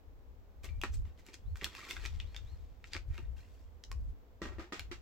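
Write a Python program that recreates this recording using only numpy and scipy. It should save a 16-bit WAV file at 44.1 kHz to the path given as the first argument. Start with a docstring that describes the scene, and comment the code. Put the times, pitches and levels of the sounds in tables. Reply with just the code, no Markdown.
"""A porch in open country, heard by a two-port microphone: shaped noise makes the steady air, the microphone's
own hiss and the light wind. From 0.6 s fingers work a snack out of a stiff plastic bag about a metre away: strokes
rustle in swarms of tiny buckles and crackle, dull thuds ring the bag's modes, creases snap as damped clicks, taut
spots ping. From 1.4 s a small bird chirps three times far off, a wavering sine that slides up.
Bumping and setting down the bag go on to the last thud at 4.9 s, over the same wind and air."""
import sys
import numpy as np
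from scipy import signal
from scipy.fft import rfft, irfft
from scipy.io import wavfile
from scipy.ndimage import uniform_filter1d

SR = 44100
rng = np.random.default_rng(int(sys.argv[2]) if len(sys.argv) > 2 else 0)


def unload_wav(signal):
    """Save mono or channel-first audio to the path in sys.argv[1] as 16-bit WAV at rate SR, clipped to [-1, 1]."""
    wavfile.write(
        sys.argv[1],
        SR,
        np.round(np.clip(np.atleast_2d(signal).T, -1, 1) * 32767).astype(np.int16),
    )


N = 221025
TIME = np.arange(N) / SR
FREQ = np.maximum(np.fft.rfftfreq(N, 1 / SR), 1)
TOP_HZ = 16000  # highest pitch of the film, and where the microphone's top is cut
PORTS = np.array([[1], [-1]])  # sign of a side signal at the left and the right port


def undb(db):
    """Decibels to gain."""
    return 10 ** (np.asarray(db) / 20)


def unit(x):
    """Scale to rms 1."""
    return x / np.sqrt(np.mean(x ** 2))


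def decay(s, t60):
    """Exponential decay that loses 60 dB in t60 seconds."""
    return np.exp(-np.log(1000) * s / t60)


def colour(x, points):
    """Filter by a spectrum of (frequency [Hz], level [dB]) points, joined on a log frequency axis."""
    hz, db = np.transpose(points)
    gain = undb(np.interp(np.log(FREQ), np.log(hz), db))
    return irfft(rfft(x) * gain, N)


def add(out, t, x):
    """Mix the sound x into out from time t on."""
    i = int(t * SR)
    out[..., i:i + x.shape[-1]] += x[..., :N - i]


def pan(db):
    """Left and right gains for a level difference."""
    return undb(PORTS * db / 2)


def two_ports(x, apart):
    """Two ports share only a part of a sound: the common x[0] plus x[1] in opposite sign."""
    return (x[0] + apart * x[1] * PORTS) / np.sqrt(1 + apart ** 2)


def through(x, response):
    """Every channel of x through one response, at the same length."""
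    return signal.fftconvolve(x, response[None])[:, :x.shape[1]]


# Steady outdoor air, with the microphone's own hiss in the treble: (frequency [Hz], relative level [dB per Hz])
AIR_AND_HISS = [(88, -59), (150, -10.5), (193, -7.5), (291, -6), (315, -9.5), (504, -6.5), (545, -10.5),
                (662, -11.5), (1060, -16.5), (1310, -20.5), (2270, -25.5), (9820, -36.5), (16000, -20.5)]


def air_and_hiss(level_db=-66, wide_hz=1200):
    """Faint steady outdoor air and microphone hiss: more alike at both ports in the bass, unrelated in the treble."""
    mid, side = (unit(colour(rng.standard_normal(N), AIR_AND_HISS)) for _ in range(2))
    side = colour(side, [(300, -8), (wide_hz, 0)])
    return (mid + side * PORTS) * undb(level_db)


# Rumble of wind on the microphone ports: (frequency [Hz], relative level [dB per Hz])
WIND_SPECTRUM = [(15, -14), (25, -5.5), (42, -0.5), (68, 1), (88, -6.5), (110, -14), (150, -27.5),
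                 (250, -36.5), (600, -61.5)]
# Gusts on the ports: (time [s], hold [s], level before the wind's trim [dB], left over right [dB])
WIND_GUSTS = [(0.07, 0.41, -57, 5.5), (0.578, 0.042, -48, 0.5), (0.694, 0.096, -38, 7),
              (0.904, 0.14, -37.5, 0), (1.475, 0.063, -40, -1.5), (1.595, 0.042, -51.5, -9),
              (1.973, 0.65, -46, 5.5), (2.121, 0.067, -40, 2.5), (2.643, 0.22, -55.5, -2.5),
              (2.974, 0.019, -44.5, 6.5), (3.088, 0.04, -37.5, -0.5), (3.23, 0.095, -39, 4),
              (3.407, 0.36, -55, -4), (3.907, 0.19, -39.5, 2), (4.446, 0.13, -45.5, 7),
              (4.81, 0.24, -50.5, 0.5)]


def wind(apart=0.79, trim_db=-1, lull_db=-58.5, attack_s=0.027, release_s=0.045,
         lump_db=2.2, lumps_per_s=28, steady_size=1500):
    """Eddies buffet each port nearly on its own; gusts rise, hold and die away in lumps over a light breeze."""
    eddies = colour(two_ports(rng.standard_normal((2, N)), apart), WIND_SPECTRUM)
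    # even out the noise's own swells, so that the gusts alone set the level
    eddies /= np.sqrt(uniform_filter1d(np.mean(eddies ** 2, axis=0), size=steady_size))
    power = undb(lull_db) ** 2  # the breeze between gusts
    for t, hold, db, pan_db in WIND_GUSTS:
        before = np.maximum(t - TIME, 0)
        after = np.maximum(TIME - t - hold, 0)
        swell = np.exp(-before / attack_s - after / release_s)
        power = power + (swell * undb(db) * pan(pan_db)) ** 2
    # pressure comes in lumps, dipping a little further than it rises
    lumps = np.interp(TIME * lumps_per_s, np.arange(N), rng.uniform(-1.19, 1, N)) * np.sqrt(3)
    return eddies * np.sqrt(power) * undb(trim_db + lump_db * lumps)


def facet(hz, width_hz, edge_db, edge_hz=900, size=512):
    """Click of one patch of film, of energy 1: a damped resonance plus the flat spectrum of the sharp fold."""
    f = np.maximum(np.fft.rfftfreq(size, 1 / SR), 1)
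    resonance = (1 + ((f * f - hz * hz) / (f * width_hz)) ** 2) ** -2
    edge = undb(edge_db) ** 2 / (1 + (edge_hz / f) ** 2)
    cepstrum = irfft(np.log(resonance + edge))
    cepstrum[size // 2:] = 0  # causal: nothing sounds before the fold gives way
    cepstrum[0] = 0
    click = irfft(np.exp(rfft(cepstrum)))
    return click / np.linalg.norm(click)


def buckles(n, per_s, spread_db, slide):
    """Swarm of tiny buckles of very unequal size over the hiss of sliding film, scaled to rms 1."""
    chance = rng.random(n)
    size = np.minimum(rng.exponential(size=n), 4)
    pops = (chance < per_s / SR) * undb(spread_db * size) * rng.choice([-1, 1], n)
    hiss = rng.standard_normal(n)
    return unit(unit(pops + 1e-9) + slide * hiss)


def ring(modes, detune=0.027, size=4000):
    """Response of damped modes (frequency [Hz], level [dB], t60 [s]) to one push, of energy 1."""
    hz, db, t60 = np.transpose(modes)[:, :, None]
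    s = np.arange(size) / SR
    hz = hz * (1 + detune * rng.standard_normal(hz.shape))  # the bag never has quite the same shape twice
    tones = np.sin(2 * np.pi * (hz * s + rng.random(hz.shape)))
    response = np.sum(undb(db) * decay(s, t60) * tones, axis=0)
    return response / np.linalg.norm(response)


def sheet(x, hz, ring_db=-13, t60=0.026, octaves=0.724, count=24):
    """The taut film around a fold rings along; the bag keeps changing shape, so its modes are new every time."""
    pitches = np.minimum(hz * 2 ** (octaves * rng.standard_normal(count)), TOP_HZ)
    modes = [(f, -abs(np.log2(f / hz)), t60) for f in pitches]
    return x + undb(ring_db) * through(x, ring(modes))


def effort_db(s, rise, fall, drop_db=14, tail=0.88):
    """Level of a swell, s seconds from its height: a rounded rise and a long fall."""
    return -drop_db * np.where(s < 0, (s / rise) ** 2, np.abs(s / fall) ** tail)


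# Swells of rustling about a metre from the microphone: strokes of the fingers that crumple the film,
# except the row at 2.489 s, a faint blurred trace of the bird's call
# (time of the height [s], rise by 14 dB [s], fall by 14 dB [s], relative level [dB], pitch [Hz], sharp edge [dB])
STROKES_AND_BIRD_TRACE = [(0.649, 0.016, 0.026, -42.5, 2510, -1), (0.945, 0.026, 0.025, -49, 6230, -3),
                          (1.061, 0.015, 0.068, -62, 1920, -12), (1.188, 0.015, 0.054, -58.5, 2400, -4),
                          (1.288, 0.042, 0.091, -57.5, 2270, -8), (1.343, 0.015, 0.01, -46.5, 3610, -36),
                          (1.568, 0.016, 0.032, -53, 2120, 1), (1.656, 0.069, 0.045, -50, 2670, -18),
                          (1.79, 0.08, 0.39, -46.5, 2202, -12.5), (1.905, 0.02, 0.057, -39, 2685, -4.5),
                          (2.062, 0.056, 0.028, -46, 2400, -12), (2.382, 0.053, 0.032, -58.5, 2630, -20),
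                          (2.489, 0.065, 0.37, -67.5, 2900, -1), (2.881, 0.044, 0.018, -59.5, 4240, -33),
                          (2.956, 0.045, 0.03, -45.5, 2380, -24), (3.165, 0.063, 0.1, -56, 1840, -13),
                          (3.385, 0.027, 0.096, -57, 2590, -5), (3.551, 0.11, 0.19, -65.5, 3090, 2)]


def rustle(per_s=900, spread_db=3.0, slide=0.35, apart=0.42, pan_db=1, trim_db=-4.5,
           scatter_octaves=0.634, patches=8):
    """Each swell grows and dies away as swarms of buckles in several patches of different pitch."""
    out = np.zeros((2, N))
    for t, rise, fall, db, hz, edge_db in STROKES_AND_BIRD_TRACE:
        s = np.arange(-1.5 * rise, 3.1 * fall, 1 / SR)
        effort = undb(db + trim_db + effort_db(s, rise, fall))
        width_hz = 1.73 * hz
        for pitch in hz * 2 ** np.linspace(-scatter_octaves, scatter_octaves, patches):
            swarm = two_ports([buckles(len(s), per_s / patches, spread_db, slide) for _ in range(2)], apart)
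            patch = through(swarm * effort, facet(pitch, width_hz, edge_db))
            add(out, t + s[0], sheet(patch, pitch) / np.sqrt(patches))
    return out * pan(pan_db)


# What the bag rings with under rubs and blows, before detuning: (frequency [Hz], level [dB], t60 [s])
BODY_MODES = [(215.6, -8, 0.12), (265.4, -7, 0.06), (328, 3, .055), (376, 2, 0.05), (432, -9, 0.04),
              (541, -15, 0.07), (660, -7, .03), (980, -5, 0.044), (1210, -4, 0.06), (1350, -7, 0.06),
              (1900, -3, 0.04)]


def shaking(rustling, level_db=-13):
    """Rubbing also shakes the bag as a whole: noise that follows the rustle's level drives the body modes."""
    pressure = np.sqrt(np.abs(uniform_filter1d(rustling[0] ** 2, size=400)))
    force = pressure * rng.standard_normal(N)
    return undb(level_db) * through(force[None], ring(BODY_MODES))


def crackles(per_s=110, octaves=0.55, width_share=0.082, spread_db=2.5, pan_spread_db=3, pan_db=1.0,
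             soften_db=-24, count=40, size=2000):
    """Lesser clicks, as of creases giving way, at uneven steps of each swell, each with its own pitch and direction."""
    out = np.zeros((2, N))
    for t, rise, fall, db, hz, edge_db in STROKES_AND_BIRD_TRACE:
        times = (np.arange(count) + rng.random(count)) / per_s - rise
        for s, (loud, high, side) in zip(times, rng.standard_normal((count, 3))):
            pitch = min(hz * 2 ** (octaves * high), TOP_HZ)
            click = facet(pitch, width_share * pitch, edge_db + soften_db, size=size)
            level_db = db + effort_db(s, rise, fall) + spread_db * loud
            gain = np.sqrt(SR / 1000) * undb(level_db)  # level over one millisecond
            add(out, t + s, click * gain * pan(pan_db + pan_spread_db * side))
    return out


# Blows on the bag and what lies under it: (time [s], relative thud level [dB], rattle of the contents [dB],
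# rattle's fall by 18 dB [s], rattle pitch [Hz])
BAG_BLOWS = [(0.641, -49, -61, 0.11, 1340), (0.8355, -35, -38.5, 0.038, 1750),
             (1.286, -54, -66, 0.026, 1000), (1.622, -42, -62, 0.15, 1310), (1.904, -57, -66, 0.017, 1200),
             (2.953, -43.5, -52.5, 0.046, 1340), (3.18, -46.5, -59.5, 0.031, 1320),
             (4.417, -34, -42, 0.067, 1900), (4.453, -38.5, -47, 0.077, 960),
             (4.518, -49, -57.5, 0.11, 980), (4.583, -43, -55, 0.073, 1190), (4.593, -41, -48, 0.084, 1290),
             (4.722, -36, -40.5, 0.084, 1800), (4.913, -40.5, -43, 0.052, 1890)]


def bumps(per_s=900, spread_db=1.7, slide=0.55, breadth=2.04, edge_db=-26, drop_db=18, apart=1.0,
          attack_s=0.0012, blow_db=24, drag_db=-11, size=12000):
    """A soft blow rings the body modes and drags on briefly, while film and contents rattle."""
    out = np.zeros((2, N))
    s = np.arange(size) / SR
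    soft_onset = 1 - np.exp(-s / attack_s)
    for t, thud_db, rattle_db, fall, rattle_hz in BAG_BLOWS:
        fade = undb(-drop_db * s / fall)
        force = undb(drag_db) * fade * rng.standard_normal((1, size))
        force[:, 0] += undb(blow_db)
        thud = through(force, ring(BODY_MODES))
        swarm = two_ports([buckles(size, per_s, spread_db, slide) for _ in range(2)], apart)
        rattle = through(swarm * fade, facet(rattle_hz, breadth * rattle_hz, edge_db))
        add(out, t, (undb(thud_db) * thud + undb(rattle_db) * rattle) * soft_onset)
    return out


# The loudest creases that snap through:
# (time [s], relative level [dB], pitch of the facet [Hz], width [Hz], sharp edge [dB])
CREASE_SNAPS = [(0.6444, -43.5, 2960, 3100, -13), (0.689, -47.5, 2340, 700, -37),
                (0.8152, -34, 2700, 1600, -11), (0.8363, -28, 1587, 1640, -19.5),
                (1.0536, -57.5, 1550, 2700, -27), (1.2655, -45.5, 2470, 800, -5),
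                (1.2864, -51.5, 1920, 4300, -40), (1.3423, -41.5, 3640, 6600, -40),
                (1.5575, -45.5, 1330, 3000, -15), (1.5715, -45.5, 2600, 3000, 4),
                (1.6128, -40.5, 2200, 1800, -40), (1.618, -41, 1960, 2600, -20),
                (1.634, -39, 2290, 1800, -16), (1.6442, -23, 3300, 2460, -10.5),
                (1.6642, -40, 1450, 1850, -30), (1.751, -39.5, 1950, 2600, -12),
                (1.889, -45, 2060, 2600, -12), (1.9099, -31, 2620, 2640, -10.5),
                (1.9665, -36, 1915, 1870, -39), (2.0527, -33.5, 1963, 1300, -20),
                (2.06, -34.5, 2890, 5640, -21), (2.2012, -34, 2720, 1880, -57),
                (2.3463, -43, 1780, 3200, -43), (2.364, -38.5, 3050, 3900, -16),
                (2.842, -43, 2084, 2050, -33), (2.934, -31.5, 3430, 4380, -42),
                (2.95, -39.5, 1740, 2200, -31), (2.9655, -36, 1800, 3250, -45),
                (3.1794, -43.5, 2410, 2420, -17), (3.8386, -40, 3910, 4260, -34),
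                (3.916, -37.5, 2250, 6500, -8.5), (4.795, -31, 2530, 2080, -13)]


def snaps(flutter_s=0.00083, flutter_db=-2.0, apart=0.54, pan_db=1, size=4000):
    """Each crease pops through once; the film around it flutters for a few milliseconds."""
    out = np.zeros((2, N))
    s = np.arange(size) / SR
    fade = (1 - np.exp(-s / flutter_s)) * np.exp(-s / flutter_s)
    for t, db, hz, width_hz, edge_db in CREASE_SNAPS:
        push = two_ports(rng.standard_normal((2, size)), apart) * fade
        push *= undb(flutter_db) / np.linalg.norm(push[0])
        push[:, 0] = 1  # the pop itself
        click = sheet(through(push, facet(hz, width_hz, edge_db)), hz)
        # bending waves are dispersive: an all-pass filter spreads the peak a little
        click = signal.lfilter([.6, -1.4, 1], [1, -1.4, .6], click)
        gain = np.sqrt(SR / 1000) * undb(db)  # level over one millisecond
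        add(out, t - 5 / SR, click * gain * pan(pan_db))
    return out


# Taut spots of film that ring on after a snap:
# (time [s], centre frequency [Hz], starting level [dB], t60 [s])
TAUT_SPOTS = [(0.689, 2335, -61.5, 0.3), (.69, 4370, -63.5, 0.11), (1.6435, 3510, -44, 0.076),
              (2.1996, 2950, -43, 0.038), (2.3645, 3550, -40, 0.029), (3.915, 1103, -50, 0.091),
              (4.796, 2785, -51, .11)]


def pings(detune=0.03, size=9000, count=5):
    """A taut spot rings in a cluster of close modes that beat against each other."""
    out = np.zeros(N)
    s = np.arange(size) / SR
    for t, hz, db, t60 in TAUT_SPOTS:
        pitch = hz * (1 + detune * rng.standard_normal((count, 1)))
        cluster = np.sin(2 * np.pi * (pitch * s + rng.random((count, 1)))).sum(axis=0)
        add(out, t, unit(cluster) * undb(db) * decay(s, t60))
    return out


# Calls of the far bird: (time [s], level to which the contour is added [dB])
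BIRD_CALLS = [(1.448, -79), (2.25, -72), (2.457, -70)]
# Contour of one call: (time into the call [s], pitch before wavering [Hz], relative level [dB])
CALL_CONTOUR = [(0, 3330, -5.5), (.01, 3470, -1.5), (0.026, 3950, 3), (0.043, 4250, -2), (.08, 4300, -3),
                (.1, 4000, -30)]


def bird(waver=0.015):
    """A far bird: a thin, wavering whistle that slides up and holds."""
    out = np.zeros(N)
    knots, hz, db = np.transpose(CALL_CONTOUR)
    s = np.arange(0, knots[-1], 1 / SR)
    for t, call_db in BIRD_CALLS:
        drift = unit(uniform_filter1d(rng.standard_normal(len(s)), size=120))
        pitch = np.interp(s, knots, hz) * (1 + waver * drift)
        whistle = np.sqrt(2) * np.sin(2 * np.pi * np.cumsum(pitch) / SR)
        add(out, t, whistle * undb(call_db + np.interp(s, knots, db)))
    return out


# One clear early echo about 11 ms after the sound, from a near surface, as two nearly coinciding rows;
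# the row at -77 dB is inaudible: (delay before a tiny random lag [s], level before colouring [dB])
EARLY_ECHO = [(.0042, -77), (0.0111, -19.5), (0.0109, -14.5)]
# Colour of the porch's reverberation: (frequency [Hz], gain [dB])
PORCH_COLOUR = [(100, -22), (350, -0.5), (700, 1.5), (1400, 1.5), (3000, 4), (7000, 5), (16000, 1)]


def porch(x, t60=0.17, tail_db=-9, build_s=0.00037, apart=1.0, wide_hz=1300, size=14000):
    """A near surface gives one early echo within a short diffuse tail that escapes into the open."""
    s = np.arange(size) / SR
    mid, side = rng.standard_normal((2, size))
    # long waves reach both ports alike
    side = signal.sosfilt(signal.butter(1, wide_hz, "high", fs=SR, output="sos"), side)
    tail = two_ports([mid, side], apart) * decay(s, t60) * (1 - np.exp(-s / build_s))
    response = unit(tail) / np.sqrt(size) * undb(tail_db)
    for delay, db in EARLY_ECHO:
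        for port in response:
            add(port, delay + 0.00019 * rng.random(), undb([db]))
    reverberation = signal.fftconvolve(x, response, axes=1)[:, :N]
    return x + colour(reverberation, PORCH_COLOUR)


def bag():
    """The film's rustle, crackles, snaps and pings, with the bag shaken as a whole in step with the rustle."""
    rustling = rustle()
    return rustling + shaking(rustling) + crackles() + snaps() + pings()


# Treble of the right port against the left for sounds on the porch: (frequency [Hz], gain [dB])
RIGHT_SHADE = [(1500, 0.5), (3000, -0.04), (8000, 0), (14000, -2)]


def scene(lag_s=1.2e-5):
    """Bag and bird reach the left port a hair later and the right one duller; wind, air and hiss are added."""
    left, right = porch(bag() + bumps() + bird())
    left = irfft(rfft(left) * np.exp(-2j * np.pi * FREQ * lag_s), N)
    return air_and_hiss() + wind() + np.array([left, colour(right, RIGHT_SHADE)])


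# Response of the microphone: (frequency [Hz], gain [dB])
MIC_RESPONSE = [(100, 1.5), (7800, -4), (9000, -14), (10500, -12), (12500, -8.5), (16000, -14.5)]


def record(dry):
    """The microphone dips around 10 kHz and a steep low-pass cuts the top."""
    top_cut = signal.ellip(10, .1, 80, TOP_HZ, fs=SR, output="sos")
    return signal.sosfilt(top_cut, colour(dry, MIC_RESPONSE))


dry = scene()
out = record(dry)
unload_wav(out)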